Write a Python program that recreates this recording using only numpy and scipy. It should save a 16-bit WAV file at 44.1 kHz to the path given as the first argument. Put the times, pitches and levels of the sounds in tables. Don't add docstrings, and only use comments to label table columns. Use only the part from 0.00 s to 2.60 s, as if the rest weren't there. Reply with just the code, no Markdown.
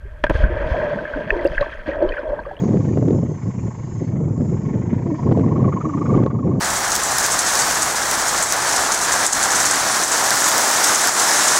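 import sys
import numpy as np
from scipy import signal
from scipy.io import wavfile

SR = 44100
rng = np.random.default_rng(int(sys.argv[2]) if len(sys.argv) > 2 else 0)


def waveform_to_disk(signal):
    frames = np.transpose(np.atleast_2d(signal))
    scaled = np.clip(frames, -1, 1) * 32767
    samples = np.round(scaled).astype(np.int16)
    wavfile.write(sys.argv[1], SR, samples)


N = 114660
ROUGH_DB, ROUGH_HZ = 4.5, 190


def amp(db):
    return 10 ** (np.asarray(db) / 20)


def unit_rms(x):
    return x / np.sqrt(np.mean(x ** 2) + 1e-20)


def unit_peak(x):
    return x / np.abs(x).max()


def drift(rate_hz):
    r = np.exp(-2 * np.pi * rate_hz / SR)
    return unit_rms(signal.lfilter([1], [1, -2 * r, r * r], rng.standard_normal(N + SR))[SR:])


def butter(x, hz, kind, order=2):
    return signal.sosfilt(signal.butter(order, min(hz, .45 * SR), kind, fs=SR, output="sos"), x)


def add(out, start_s, sound):
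    i = int(start_s * SR)
    out[i:i + len(sound)] += sound[:len(out) - i]


def burst(length_s, noise):
    age = np.arange(len(noise)) / SR / length_s
    return signal.lfilter([1, -.9], [1], noise * 3 * age * np.exp(1 - 3 * age))


def housing(x):
    # centre in Hz, width in Hz, gain in dB.
    modes = [(350, 148, -6), (463, 187, -8.5), (599.7, 96.4, 5.5), (934, 260, -7.5), (1320, 210, -18.5),
             (1559, 180, -7.5), (1740, 534, -15), (2450, 950, -23.5), (3285, 417, -26.5), (3980, 1500, -39),
             (6500, 1800, -54), (8800, 900, -52.5), (11500, 4600, -76)]
    out = amp(-1.5) * butter(x, 275, "low", order=4)
    for k, (hz, width_hz, db) in enumerate(modes):
        r = np.exp(-np.pi * width_hz / SR)
        stage = [(1 - r * r) / 2, 0, (r * r - 1) / 2, 1, -2 * r * np.cos(2 * np.pi * hz / SR), r * r]
        out = out + amp(db) * (-1) ** k * signal.sosfilt([stage, stage], x + 1e-18)
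    return out


def swarm(level_db, low_hz, high_hz, births_per_s, t60_cycles, clump_db, wash_db, pitches=16):
    # start in s, end in s, share still born,
    # extra size spread in dB.
    thinning = (1.0, 1.6, .35, 1.3)
    start_s, end_s, share, extra_db = thinning
    thinned = np.clip((np.arange(N) / SR - start_s) / (end_s - start_s), 0, 1)
    clump = amp(clump_db * drift(rate_hz=22))
    birth_chance = births_per_s * share ** thinned * clump / SR
    births = (rng.random(N) < birth_chance) * rng.choice([-1, 1], N)
    spread_db = 2.4 + extra_db * thinned
    kicks = births * amp(spread_db * np.minimum(rng.exponential(1, N), 4.3))
    pitch_index = rng.integers(0, pitches, N)
    rings = np.zeros(N)
    for k, hz in enumerate(np.geomspace(low_hz, high_hz, pitches)):
        r, w = amp(-60 * hz / (t60_cycles * SR)), 2 * np.pi * hz / SR
        stage = [0, np.sin(w), 0, 1, -2 * r * np.cos(w), r * r]
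        rings += (1 - r) * signal.sosfilt([stage, stage], kicks * (pitch_index == k) + 1e-18)
    wash = butter(butter(rng.standard_normal(N), low_hz, "high"), high_hz, "low") * np.sqrt(clump)
    heard = housing(unit_rms(rings) + amp(wash_db) * unit_rms(wash) * share ** (thinned / 4))
    return amp(level_db) * unit_rms(butter(heard, 1.212 * low_hz, "high", order=4))


def slaps(click=6, shove_hz=516, echo_db=-15, echo_decay_s=.011):
    # start in s, peak in dB, spray length in s, low-pass in Hz,
    # high-pass in Hz, shove relative to the knock in dB.
    hits = [(0.2379, -3, 0.00574, 5000, 1400, -11.5), (0.266, -20, 0.0036, 3500, 1500, -10.5),
            (0.2952, -8.5, 0.0068, 6040, 890, -6), (0.301, -4.5, 0.019, 680, 204, -5)]
    out, t = np.zeros(N), np.arange(SR // 8) / SR
    shove = -t * shove_hz * np.exp(1 - t * shove_hz) * np.cos(np.pi * shove_hz * t)
    for start_s, db, length_s, lowpass_hz, highpass_hz, shove_db in hits:
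        noise = rng.standard_normal(len(t))
        pool_echo = amp(echo_db) * np.exp(-t / echo_decay_s) * (t > length_s) * noise[::-1]
        spray = burst(length_s, noise) + pool_echo
        spray[int(length_s * SR / 4)] -= click
        spray = butter(spray, lowpass_hz, "low", order=1)
        knock = housing(butter(spray, highpass_hz, "high", order=1))
        add(out, start_s, amp(db) * unit_peak(unit_peak(knock) + amp(shove_db) * shove))
    return out


def bubbles(swell_cycles=1.3, rise_per_t60=.033, wobble_depth=.025):
    # start in s, level in dB, starting pitch in Hz, t60 in s.
    rings = [(.2385, -10, 987, 0.017), (0.2391, -6.5, 1737, 0.017), (0.2657, -18, 1586, 0.038),
             (.352, -14.5, 497, 0.017), (0.4387, -16, 1564, 0.037), (.497, -22.5, 350, 0.14),
             (.827, -17, 604, 0.037), (.925, -12.5, 597, 0.043), (.987, -20.5, 1546, 0.043),
             (1.0531, -21, 1665, 0.021), (1.1359, -18.5, 1510, 0.024), (1.156, -23, 279, 0.098),
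             (.403, -17.5, 597, 0.14), (1.549, -29.5, 2580, 0.016), (1.3045, -4, 1746, 0.017),
             (1.3045, -12.5, 2524, 0.016), (1.323, -18, 398, 0.068), (1.35, -23.5, 350.3, 0.46),
             (1.392, -24, 1950, 0.027), (1.4497, -5.5, 559, 0.048), (1.4477, -12, 341.5, 0.06),
             (1.456, -27, 2690, 0.014), (1.475, -32.5, 4700, 0.005), (1.5794, -9.5, 1682, 0.023),
             (1.5794, -14, 1870, 0.024), (1.6102, -27.5, 3960, 0.011), (1.626, -17.5, 1094, 0.028),
             (1.876, -18.5, 308, 0.07), (1.888, -13.5, 568, 0.034), (1.915, -24.5, 1880, 0.052),
             (1.968, -16.5, 604, 0.022), (2.021, -9.5, 595, 0.073), (2.025, -43.5, 4430, 0.011),
             (2.045, -19, 506, 0.082), (2.0902, -28.5, 3060, 0.023), (2.0907, -38.5, 4340, 0.013),
             (2.12, -22.5, 1860, 0.027), (2.122, -28, 2450, 0.033), (2.137, -25, 1560, 0.05),
             (2.169, -20.5, 1707, 0.03), (2.181, -20, 1483, 0.025), (2.295, -21, 575, 0.07),
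             (2.319, -14.5, 563, 0.038), (2.331, -12, 574, 0.048), (2.306, -33.5, 1590, 0.023),
             (2.39, -29.5, 1580, 0.066), (2.4, -47, 4230, 0.012), (2.495, -31, 1610, 0.019),
             (2.51, -35.5, 1640, 0.035), (2.255, -26, 611, 0.17), (2.389, -21.5, 934, 0.034),
             (2.452, -29, 1150, 0.036), (2.464, -20, 554, 0.041), (2.511, -22.5, 764, 0.035),
             (2.567, -36.5, 2900, 0.014), (2.591, -39.5, 3280, 0.039)]
    out = np.zeros(N)
    jostle, wobble = amp(ROUGH_DB * drift(ROUGH_HZ)), drift(ROUGH_HZ)
    for (start_s, db, hz, t60_s), offset in zip(rings, rng.integers(0, N - SR, len(rings))):
        t = np.arange(int(1.5 * t60_s * SR)) / SR
        span = slice(offset, offset + len(t))
        envelope = (1 - np.exp(-t * hz / swell_cycles)) ** 2 * amp(-60 * t / t60_s)
        ragged = np.minimum(2 * t / t60_s, 1)
        pitch_hz = hz * (1 + rise_per_t60 * t / t60_s + wobble_depth * ragged * wobble[span])
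        tone = np.sin(2 * np.pi * np.cumsum(pitch_hz) / SR)
        add(out, start_s, amp(db) * jostle[span] ** ragged * unit_peak(envelope) * tone)
    return out


def surges(t60_cycles=3.5, pull_depth=.45):
    # start of the push in s, peak in dB, pitch in Hz.
    pushes = [(0.243, -15.5, 31.7), (0.306, -13, 39), (0.3528, -8, 64), (0.396, -14, 70),
              (0.414, -10, 31.6), (0.4404, -3, 47.8), (0.534, -19.5, 56), (0.573, -21, 59.2),
              (0.641, -17, 35), (0.718, -9, 63), (1.149, -22.5, 33), (1.325, -15, 30), (1.507, -22, 27.7),
              (1.581, -13.5, 22.1), (1.612, -20, 110), (1.783, -25, 24), (0.44, -15.5, 150),
              (1.886, -26, 60), (2.065, -19, 24), (2.108, -22, 25.1), (2.302, -24, 31.4)]
    out = np.zeros(N)
    for push_s, db, hz in pushes:
        pull_s = .5 / hz
        t = np.arange(SR // 3) / SR - pull_s
        envelope = np.where(t < 0, pull_depth * np.cos(np.pi * hz * t), amp(-60 * t * hz / t60_cycles))
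        swing = envelope * np.sin(2 * np.pi * hz * t)
        add(out, push_s - pull_s, amp(db) * swing / swing.max())
    return out


def glugs():
    # start in s, level in dB, first pitch in Hz, last pitch in Hz, length in s.
    pockets = [(0.05, -41.5, 390, 480, 0.037), (0.736, -19, 643, 913, 0.028), (1.61, -12, 558, 635, 0.026),
               (2.002, -24, 386, 334, 0.035), (2.019, -15, 334, 433, .065)]
    out, jostle = np.zeros(N), amp(ROUGH_DB / 2 * drift(ROUGH_HZ))
    for start_s, db, first_hz, last_hz, length_s in pockets:
        age = np.arange(int(length_s * SR)) / (length_s * SR)
        pitch_hz = first_hz + (last_hz - first_hz) * age ** 2
        tone = np.sin(2 * np.pi * np.cumsum(pitch_hz) / SR)
        add(out, start_s, amp(db) * np.sin(np.pi * np.sqrt(age)) * tone)
    return out * jostle


def swishes():
    # start in s, peak in dB, length in s, low-pass in Hz.
    strokes = [(1.603, -18.5, 0.025, 4000), (1.857, -21, 0.062, 4000), (2.007, -20, 0.061, 1160)]
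    out = np.zeros(N)
    for start_s, db, length_s, lowpass_hz in strokes:
        rush = butter(burst(length_s, rng.standard_normal(SR // 2)), lowpass_hz, "low")
        add(out, start_s, amp(db) * unit_peak(housing(rush)))
    return out


def snaps(decay_s=.0006, low_hz=2800, high_hz=12000):
    # start in s, peak in dB.
    films = [(0.2373, -45), (.2412, -45), (.2978, -36), (0.299, -32), (1.446, -34.5), (1.4694, -36)]
    out, t = np.zeros(N), np.arange(SR // 100) / SR
    for start_s, db in films:
        spit = rng.standard_normal(len(t)) * np.exp(-t / decay_s)
        spit = butter(butter(spit, low_hz, "high"), high_hz, "low")
        add(out, start_s, amp(db) * unit_peak(spit))
    return out


def swirl(level_db, low_hz=20, high_hz=60, lump_db=2.5, trim_db=-2):
    noise = rng.standard_normal(N + SR)
    rumble = butter(butter(noise, low_hz, "high"), high_hz, "low", order=3)[SR:]
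    lumps = amp(lump_db * drift(rate_hz=8.1))
    return amp(level_db + trim_db) * unit_rms(rumble * lumps)


def scene():
    # time in s, then levels in dB of the huge, large, small and fine
    activity = [(0, -57.5, -56.5, -53.5, -72, -28.5), (.2, -92, -47.5, -52, -71.5, -30),
                (0.249, -45, -74, -55.5, -71, -25.5), (.32, -46, -44.5, -45, -56.5, -42),
                (0.342, -52, -34.5, -34, -44.5, -24), (.42, -36, -28.5, -30.5, -51.5, -22.5),
                (.47, -37.5, -29, -37.5, -61.5, -19), (0.702, -34.5, -24.5, -33.5, -50.5, -27),
                (0.85, -33.5, -24, -32, -52.5, -33.5), (0.973, -34, -26, -38.5, -56.5, -41.5),
                (1.1, -42.5, -31, -39, -57, -35.5), (1.25, -36, -31, -36, -57.5, -34),
                (1.36, -43.5, -23, -37.5, -54, -32.5), (1.5, -34, -30, -35.5, -48.5, -30),
                (1.661, -59.5, -28, -33.5, -52.5, -40.5), (1.837, -43, -42, -39.5, -60.5, -40),
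                (1.876, -30, -25, -32, -56, -40), (1.96, -44, -25, -35.5, -59, -36),
                (2.049, -64, -21.5, -46.5, -57, -29.5), (2.149, -54.5, -28.5, -32.5, -56, -44),
                (2.319, -43.5, -23.5, -50.5, -60.5, -32.5), (2.439, -50, -34, -44.5, -60.5, -41.5),
                (2.6, -51, -36, -51, -66.5, -37)]
    # lowest and highest pitch in Hz, base births per s,
    # t60 of one resonator stage in cycles, clumping in dB, distant wash in dB.
    size_bands = [(95.5, 256.3, 160, 8.2, 4, -4.5), (290, 1322, 1000, 5.17, 4, -1),
                  (1150, 3650, 2000, 9.4, 3.5, -4.5), (3134, 13000, 5100, 26, 3.5, -1)]
    times_s, *columns_db = np.transpose(activity)
    *swarms_db, swirl_db = [np.interp(np.arange(N) / SR, times_s, db) for db in columns_db]
    cloud = sum(swarm(db, *band) for db, band in zip(swarms_db, size_bands))
    return (cloud + slaps() + snaps() + glugs() + swishes() + bubbles() + surges() + swirl(swirl_db))[None]


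def record(dry, ceiling=1.3, hiss_db=-70, cutoff_hz=15700):
    x = butter(dry, 10, "high", order=1)
    x = x / (1 + (x / ceiling) ** 4) ** (1 / 4)
    x = x + amp(hiss_db) * butter(rng.standard_normal(N), 11500, "low")
    return signal.sosfilt(signal.cheby2(12, 60, cutoff_hz, fs=SR, output="sos"), x)


dry = scene()
out = record(dry)
waveform_to_disk(out)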